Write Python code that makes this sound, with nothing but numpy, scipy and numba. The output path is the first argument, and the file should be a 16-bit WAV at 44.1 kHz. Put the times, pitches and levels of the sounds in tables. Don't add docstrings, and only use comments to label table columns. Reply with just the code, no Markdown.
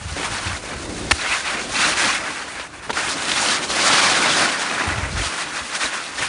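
import sys
import numpy as np
from scipy import signal
from scipy.fft import rfft, irfft, next_fast_len
from scipy.io import wavfile
from scipy.ndimage import uniform_filter1d
from numba import njit

SR = 44100
rng = np.random.default_rng(int(sys.argv[2]) if len(sys.argv) > 2 else 0)


def wav_out(sig):
    wavfile.write(sys.argv[1], SR, np.round(np.clip(np.atleast_2d(sig).T, -1, 1) * 32767).astype(np.int16))


def linear_from_db(decibels):
    return 10 ** (np.asarray(decibels, float) / 20)


N = 276948


def level(x, db):
    return x * linear_from_db(db) / np.sqrt(np.mean(x ** 2))


@njit
def svf(x, hz, width_hz):
    y = np.empty(len(x))
    band, low = 0., 0.
    g, k = np.tan(np.pi * hz / SR), width_hz / hz
    for i in range(len(x)):
        v = (band + g * (x[i] - low)) / (1 + g * (g + k))
        band = 2 * v - band
        low = low + 2 * g * v
        y[i] = k * v
    return y


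def walk(rate_hz):
    hold = int(SR / rate_hz)
    steps = np.repeat(rng.standard_normal(200), hold)
    wander = uniform_filter1d(np.resize(steps, N), hold)
    wander = uniform_filter1d(wander, hold)
    return 1.5 * (wander - uniform_filter1d(wander, SR // 6))


def curves(table):
    s, *columns = np.transpose(table)
    return [np.interp(np.arange(N) / SR, s, column) for column in columns]


def press(events, attack_s, release_s):
    t, rows = np.arange(N) / SR, np.array(events)
    shapes = []
    for start_s, hold_s in rows[:, :2]:
        rise = (t - start_s) / attack_s + 0.5
        fall = (start_s + hold_s - t) / release_s + 0.5
        shapes.append(np.clip(np.minimum(rise, fall), 0, 1))
    return rows[:, 2:].T @ np.sin(np.pi / 2 * np.array(shapes)) ** 2


def ring(push, modes):
    out = 0
    for hz, width_hz, db in modes:
        part = svf(push, float(hz), float(width_hz))
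        out = out + linear_from_db(db) * part / np.linalg.norm(part)
    return out / np.linalg.norm(out)


def load():
    # time in seconds, slide level in dB, spray thrown in dB re slide,
    # weight on the board in dB re slide, pitch at which the bent ski sings in Hz.
    glide = [(0.0, -41, -4.5, -6.5, 1500), (0.17, -29.5, -5, -8, 1400), (0.55, -33, -5, -5, 1410),
             (0.8, -37.5, -3.5, 2.5, 1410), (1.05, -38, -1.5, 9, 1700), (1.2, -33, 1, -7, 1920),
             (1.7, -31.5, -3.5, -4.5, 1970), (2.2, -27.5, -7.5, -9.5, 1610), (2.5, -34.5, -6.5, -7.5, 1700),
             (2.76, -38, -9, -6, 1620), (2.926, -38.5, -7, 1, 1300), (2.932, -30, -4, -8, 1500),
             (3.72, -26.5, -3, -4, 1550), (3.87, -17, -2, -11, 1340), (4.42, -21.5, -6, -5.5, 1500),
             (4.56, -26, -6.5, -8, 1440), (5.08, -29.5, -9.5, -7.5, 1450), (6.28, -34.5, -4.5, -9, 1700)]
    # start in seconds, length in seconds, scrape gain in dB, spray gain in dB.
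    bites = [(0.245, 0.023, 6.5, 6), (0.46, 0.057, 4.5, 4.5), (0.64, 0.027, -2, 0.5),
             (0.71, 0.045, 4.5, -0.5), (1.195, 0.022, 6.5, -3.5), (1.24, 0.047, 12, -1),
             (1.305, 0.07, 11, 2.5), (1.43, 0.18, 5.5, -0.5), (1.75, 0.064, 8, 8.5), (1.8, 0.14, 9, 9.5),
             (1.965, 0.18, 7, 9.5), (2.29, 0.054, 1, 0), (2.56, 0.055, 5, 2.5), (2.975, .065, 4.5, 4),
             (3.06, 0.094, 2, 3), (3.28, 0.032, 4.5, 7.5), (3.36, .2, 5, 7), (3.7, 0.011, -2, 3.5),
             (3.94, 0.096, 1, 2), (4.3, 0.22, 1, 3.5), (4.59, 0.037, 3, 5.5), (4.7, 0.24, 3, 2),
             (5.17, 0.15, 2.5, 8.5), (5.33, 0.12, 2, 6), (5.55, 0.056, 4.5, 6.5), (5.742, 0.031, 6, 10.5),
             (5.8, 0.091, 7, 11), (5.925, 0.068, 7.5, 5.5), (6.18, 0.1, 7.5, 8.5), (0.3, 0.12, 2.5, 3)]
    # start in seconds, length in seconds, scrape loss in dB,
    # spray loss in dB.
    skips = [(0.58, 0.044, 6, 4.5), (3.89, 0.032, 2, 3), (1.63, 0.086, 2, 2), (2.675, 0.057, 6, 6),
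             (4, 0.022, 2.5, 3.5), (3.575, 0.041, 2.5, 4.5), (2.8, 0.025, 2.5, 5.5), (3.655, 0.036, 7, 6),
             (5.1, 0.053, 5.5, -0.5), (5.48, 0.032, 2, -1.5), (5.63, 0.11, 1.5, -2), (4.3, 0.046, 1.5, 1),
             (0.283, .03, 4.5, 3), (0.11, 0.046, 3.5, 1.5)]
    # start in seconds, length in seconds, gain in dB.
    thuds = [(0.16, .06, 6.5), (0.87, 0.068, 2), (1.28, .22, -3.5), (1.55, .16, 5), (1.86, .07, 3.5),
             (2.03, .05, 5.5), (2.29, .03, 5.5), (3.15, .03, 5.5), (3.44, 0.034, 0.5), (3.9, 0.043, 4),
             (4.7, 0.24, 2.5), (5.19, 0.042, 2.5), (5.83, .04, 5.5), (6.2, 0.032, 8.5)]
    dig_s, let_go_s, skip_edge_s = 0.046, 0.095, 0.017
    drum_share, dust_share = 0.4, 0.96
    dust_thrown, dust_slide = 0.96, 0.77
    focus_per_db = 0.1

    slide_db, thrown_db, weight_db, edge_hz = curves(glide)
    bite_db = press(bites, dig_s, let_go_s)
    dig_db, throw_db = bite_db - press(skips, skip_edge_s, skip_edge_s)
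    thud_db = press(thuds, skip_edge_s, skip_edge_s)[0]
    scrape_db = slide_db + dig_db
    spray_db = thrown_db + throw_db - dig_db
    drum_db = weight_db + thud_db - (1 - drum_share) * dig_db
    dust_db = dust_thrown * thrown_db + dust_share * throw_db - dig_db - (1 - dust_slide) * slide_db
    return scrape_db, spray_db, drum_db, dust_db, edge_hz, 1 + focus_per_db * dig_db


def grains(rate_hz, spread_db):
    hit = rng.random(N) < rate_hz / SR
    sign = np.sign(rng.standard_normal(N))
    size = np.minimum(rng.exponential(size=N), 5.0)
    return level(hit * sign * linear_from_db(spread_db * size), 0)


def chips():
    groups = [svf(grains(70., 3.4), hz, hz / 45.0) for hz in np.geomspace(500, 4600, num=30)]
    return level(sum(groups), 0)


def skis():
    # frequency in Hz, density in dB per Hz.
    snow_colour = [(35, -37), (60, -23), (99, -13.5), (291, 0), (449, -7.5), (570, -5.5), (1480, -4.5),
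                   (2600, -7), (3090, -9.5), (4090, -9.5), (7660, -10.5), (9310, -11), (10600, -21),
                   (13800, -50), (22000, -120)]
    # frequency in Hz, width in Hz, lift in dB.
    board = [(1490, 53, 2.5), (2520, 92, 1.5), (3730, 160, 0), (7960, 2000, -3.5), (274, 105, -2.5)]
    crackle, squeak = 0.43, 0.13
    scrape_db, spray_db, drum_db, dust_db, edge_hz, focus = load()
    snow = crackle ** 0.5 * grains(2500., 3.0) + squeak ** 0.5 * chips() + 1.01 * rng.standard_normal(N)

    size = next_fast_len(N)
    hz = np.arange(1, size // 2 + 2) * SR / size
    colour_hz, density_db = np.transpose(snow_colour)
    colour_db = np.interp(np.log(hz), np.log(colour_hz), density_db)
    for mode_hz, width_hz, lift_db in board:
        colour_db = colour_db + lift_db / (1 + (2 * (hz - mode_hz) / width_hz) ** 2)
    spectrum = rfft(snow, size) * linear_from_db(colour_db)

    shake_db = 0.5 * walk(35) + 0.84 * walk(60)
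    moves_db = (drum_db - drum_db.mean(), shake_db,
                spray_db - spray_db.mean() + shake_db, dust_db - dust_db.mean() + shake_db)
    out, patch = 0, walk(22)
    for step in range(16):
        centre_hz = 75 * 2 ** (step / 2)
        window = np.cos(np.pi / 2 * np.clip(2 * np.log2(hz / centre_hz), -1, 1)) ** 2
        band = irfft(spectrum * window, size)[:N]
        place = np.interp(np.log(centre_hz), np.log([420, 1050, 2400, 3600, 4800, 8300]), [0, 1, 1, 2, 2, 3])
        shares = np.clip(1 - abs(place - np.arange(4)), 0, 1)
        load_db = sum(share * move for share, move in zip(shares, moves_db))
        patch = 0.83 * patch + 0.92 * walk(20)
        near_edge = np.exp(-(np.log2(centre_hz / edge_hz) / 0.94) ** 2)
        sing_db = 2.7 * focus * (near_edge - 0.36 * shares[1])
        out = out + band * linear_from_db(sing_db + load_db + 0.6 * patch + 0.8 * walk(30))
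    return level(out, 3.82) * linear_from_db(scrape_db)


def wind():
    # time in seconds, level in dB.
    gust = [(0.0, -37), (0.19, -38), (0.75, -40), (0.98, -34), (1.1, -35), (1.28, -47), (2.04, -41.5),
            (2.26, -52.5), (2.94, -44.5), (3.46, -53), (4.1, -48.5), (4.75, -61), (4.9, -48), (5.14, -27),
            (5.28, -63), (5.5, -50), (5.95, -66), (6.28, -42)]
    # start in seconds, peak in dB, boom pitch in Hz.
    eddies = [(0.007, -34, 113), (0.048, -28, 86.1), (0.111, -29, 79), (0.316, -32.5, 108),
              (0.458, -26.5, 94), (0.494, -29.5, 93), (0.523, -31, 78.1), (0.748, -33, 73),
              (0.881, -35, 69.6), (0.959, -41, 84), (1.286, -36.5, 62.5), (1.848, -40, 65), (2.19, -45, 71),
              (3.183, -44, 94.2), (3.32, -47, 70), (3.69, -44, 64.6), (4.869, -24.5, 87.5),
              (4.913, -29, 81.4), (4.954, -30, 114), (4.975, -25.5, 103), (5.021, -24, 75.4),
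              (5.049, -29, 79), (5.087, -34, 113), (5.135, -24, 65), (5.161, -25, 77.6), (5.186, -22, 59.6),
              (5.253, -32, 83.4), (5.606, -40, 72.7), (5.833, -42, 61.9), (6.2, -40, 113)]
    boom_cycles = 7.7
    buffet = svf(svf(rng.standard_normal(N), 41.0, 59.0), 81.0, 120.0)
    out = level(buffet, 0) * linear_from_db(curves(gust)[0])
    for start_s, db, hz in eddies:
        side = np.sign(rng.standard_normal())
        a = int(start_s * SR)
        t = np.arange(min(9000, N - a)) / SR
        swell = (1 - np.exp(-t / 0.0092)) * np.exp(-np.log(1000) * t * hz / boom_cycles)
        turn = 2 * np.pi * hz * t * (1 - 1.5 * t)
        boom = np.sin(turn) + 0.32 * np.sin(2 * turn + 0.32)
        out[a:a + len(t)] += side * linear_from_db(db + 5.5) * swell / swell.max() * boom
    return out


def lumps():
    # start in seconds, peak in dB, centre in Hz, decay in ms.
    cracks = [(0.163, -15, 1010, 4.3), (0.23, -6.5, 1950, 2.7), (0.636, -16, 685, 3.5),
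              (0.732, -14, 1250, 7.1), (1.217, -9, 1500, 4), (1.248, -11, 1610, 7.1), (2.214, -14, 1500, 4),
              (2.46, -23.5, 1490, 6.3), (2.596, -10, 1550, 4.8), (2.911, -14.5, 600, 2.8),
              (2.93, -11, 2400, 4), (2.969, -4.5, 1320, 7.9), (3.082, -5, 1450, 3.2), (3.221, -11, 2500, 3),
              (3.253, -7, 3500, 3), (3.282, -12, 2500, 3), (3.316, 2, 2550, 4.1), (3.372, -21, 2260, 4),
              (3.383, -10, 2050, 3.7), (3.412, -14, 850, 4.3), (3.485, 1, 3340, 4), (3.702, -8, 2500, 3),
              (3.785, -8, 1500, 4), (4.981, -9, 1670, 4), (5.083, -15, 1500, 4), (5.172, -10, 1800, 4),
              (5.698, -16, 1300, 4), (5.748, -16.5, 2140, 4), (5.939, -20, 2150, 4),
              (6.191, -24, 1500, 3.7)]
    out, crunch = np.zeros(N), rng.standard_normal(N)
    for start_s, db, hz, decay_ms in cracks:
        a = int(start_s * SR)
        t = np.arange(min(1500, N - a)) / SR
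        envelope = np.minimum(t / 0.001, 1) * np.exp(-t / (max(decay_ms, 0.5) / 1000))
        piece = crunch[a:a + len(t)] * envelope
        pitched = svf(svf(piece, float(hz), 0.95 * hz), float(hz), 1.5 * hz)
        knock = svf(piece, 560.0, 500.)
        piece = pitched + 0.03 * piece + 0.8 * knock
        out[a:a + len(t)] += piece * linear_from_db(db - 7.5) / abs(piece).max()
    return out


def burst(start_s, hold_ms, tail_ms):
    t = np.arange(N) / SR - start_s
    fall = np.exp(-np.clip(t - hold_ms / 1000, 0, None) / (tail_ms / 1000))
    return np.clip(t * 3000, 0, 1) * fall


def clack():
    # start in seconds, level in dB, length in ms.
    start_s, db, rattle_ms = (1.11, -7.5, 11.0)
    # frequency in Hz, width in Hz, level in dB.
    pole = [(330, 200, -14), (650, 300, -12), (950, 250, -4), (1350, 250, -3), (1800, 280, 0),
            (2180, 100, -4), (2650, 350, -1), (3950, 200, -8), (5600, 700, -22), (6900, 500, -20),
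            (8600, 1500, -15)]
    # start in seconds, frequency in Hz, level in dB, 60 dB decay in seconds.
    jolt_s, jolt_hz, jolt_db, t60_s = (1.1225, 75, -14, .09)
    push = np.sign(rng.standard_normal(N)) * burst(start_s, rattle_ms, 0.4)
    rattle = ring(push, pole) * linear_from_db(db) * np.sqrt(rattle_ms / 1000 * SR)
    t = np.clip(np.arange(N) / SR - jolt_s, 0, None)
    return rattle + linear_from_db(jolt_db) * np.sin(2 * np.pi * jolt_hz * t) * np.exp(-np.log(1000) * t / t60_s)


def slap():
    # time in seconds, level in dB.
    bounces = [
        (2.8948, -21),
        (2.8963, -12),
        (2.8987, -17),
        (2.9031, -8),
        (2.9052, -14),
        (2.9063, -17),
        (2.9074, -13),
    ]
    # frequency in Hz, width in Hz, level in dB.
    tail = [(330, 310, 0), (600, 220, -5), (940, 280, 1), (1400, 390, -1), (1800, 390, -13)]
    blows = np.zeros(N)
    for s, db in bounces:
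        blows[int(s * SR)] = linear_from_db(db)
    contact = np.convolve(blows, np.hanning(22), "same")
    puff_decay_s = 0.0056
    puffs = signal.lfilter([1], [1, -np.exp(-1 / (puff_decay_s * SR))], blows) * rng.standard_normal(N)
    return ring(contact, tail) * linear_from_db(8.5) + ring(puffs, [(3300, 1300, 9), (6000, 1900, -12)]) * linear_from_db(0.5)


def scene():
    return np.tile(skis() + wind() + lumps() + clack() + slap(), (2, 1))


def roll_off(x):
    return signal.sosfilt(signal.butter(12, 11430, fs=SR, output="sos"), x)


def record(dry):
    top_hz, above_top_db = 10300, -55
    low_cut = signal.butter(2, 45., "high", fs=SR, output="sos")
    top_cut = signal.ellip(8, 0.2, -above_top_db, top_hz, fs=SR, output="sos")
    x = signal.sosfilt(low_cut, np.tanh(1.09 * dry) / 1.054)
    x = signal.sosfilt(top_cut, x)
    return roll_off(x)


dry = scene()
out = record(dry)
wav_out(out)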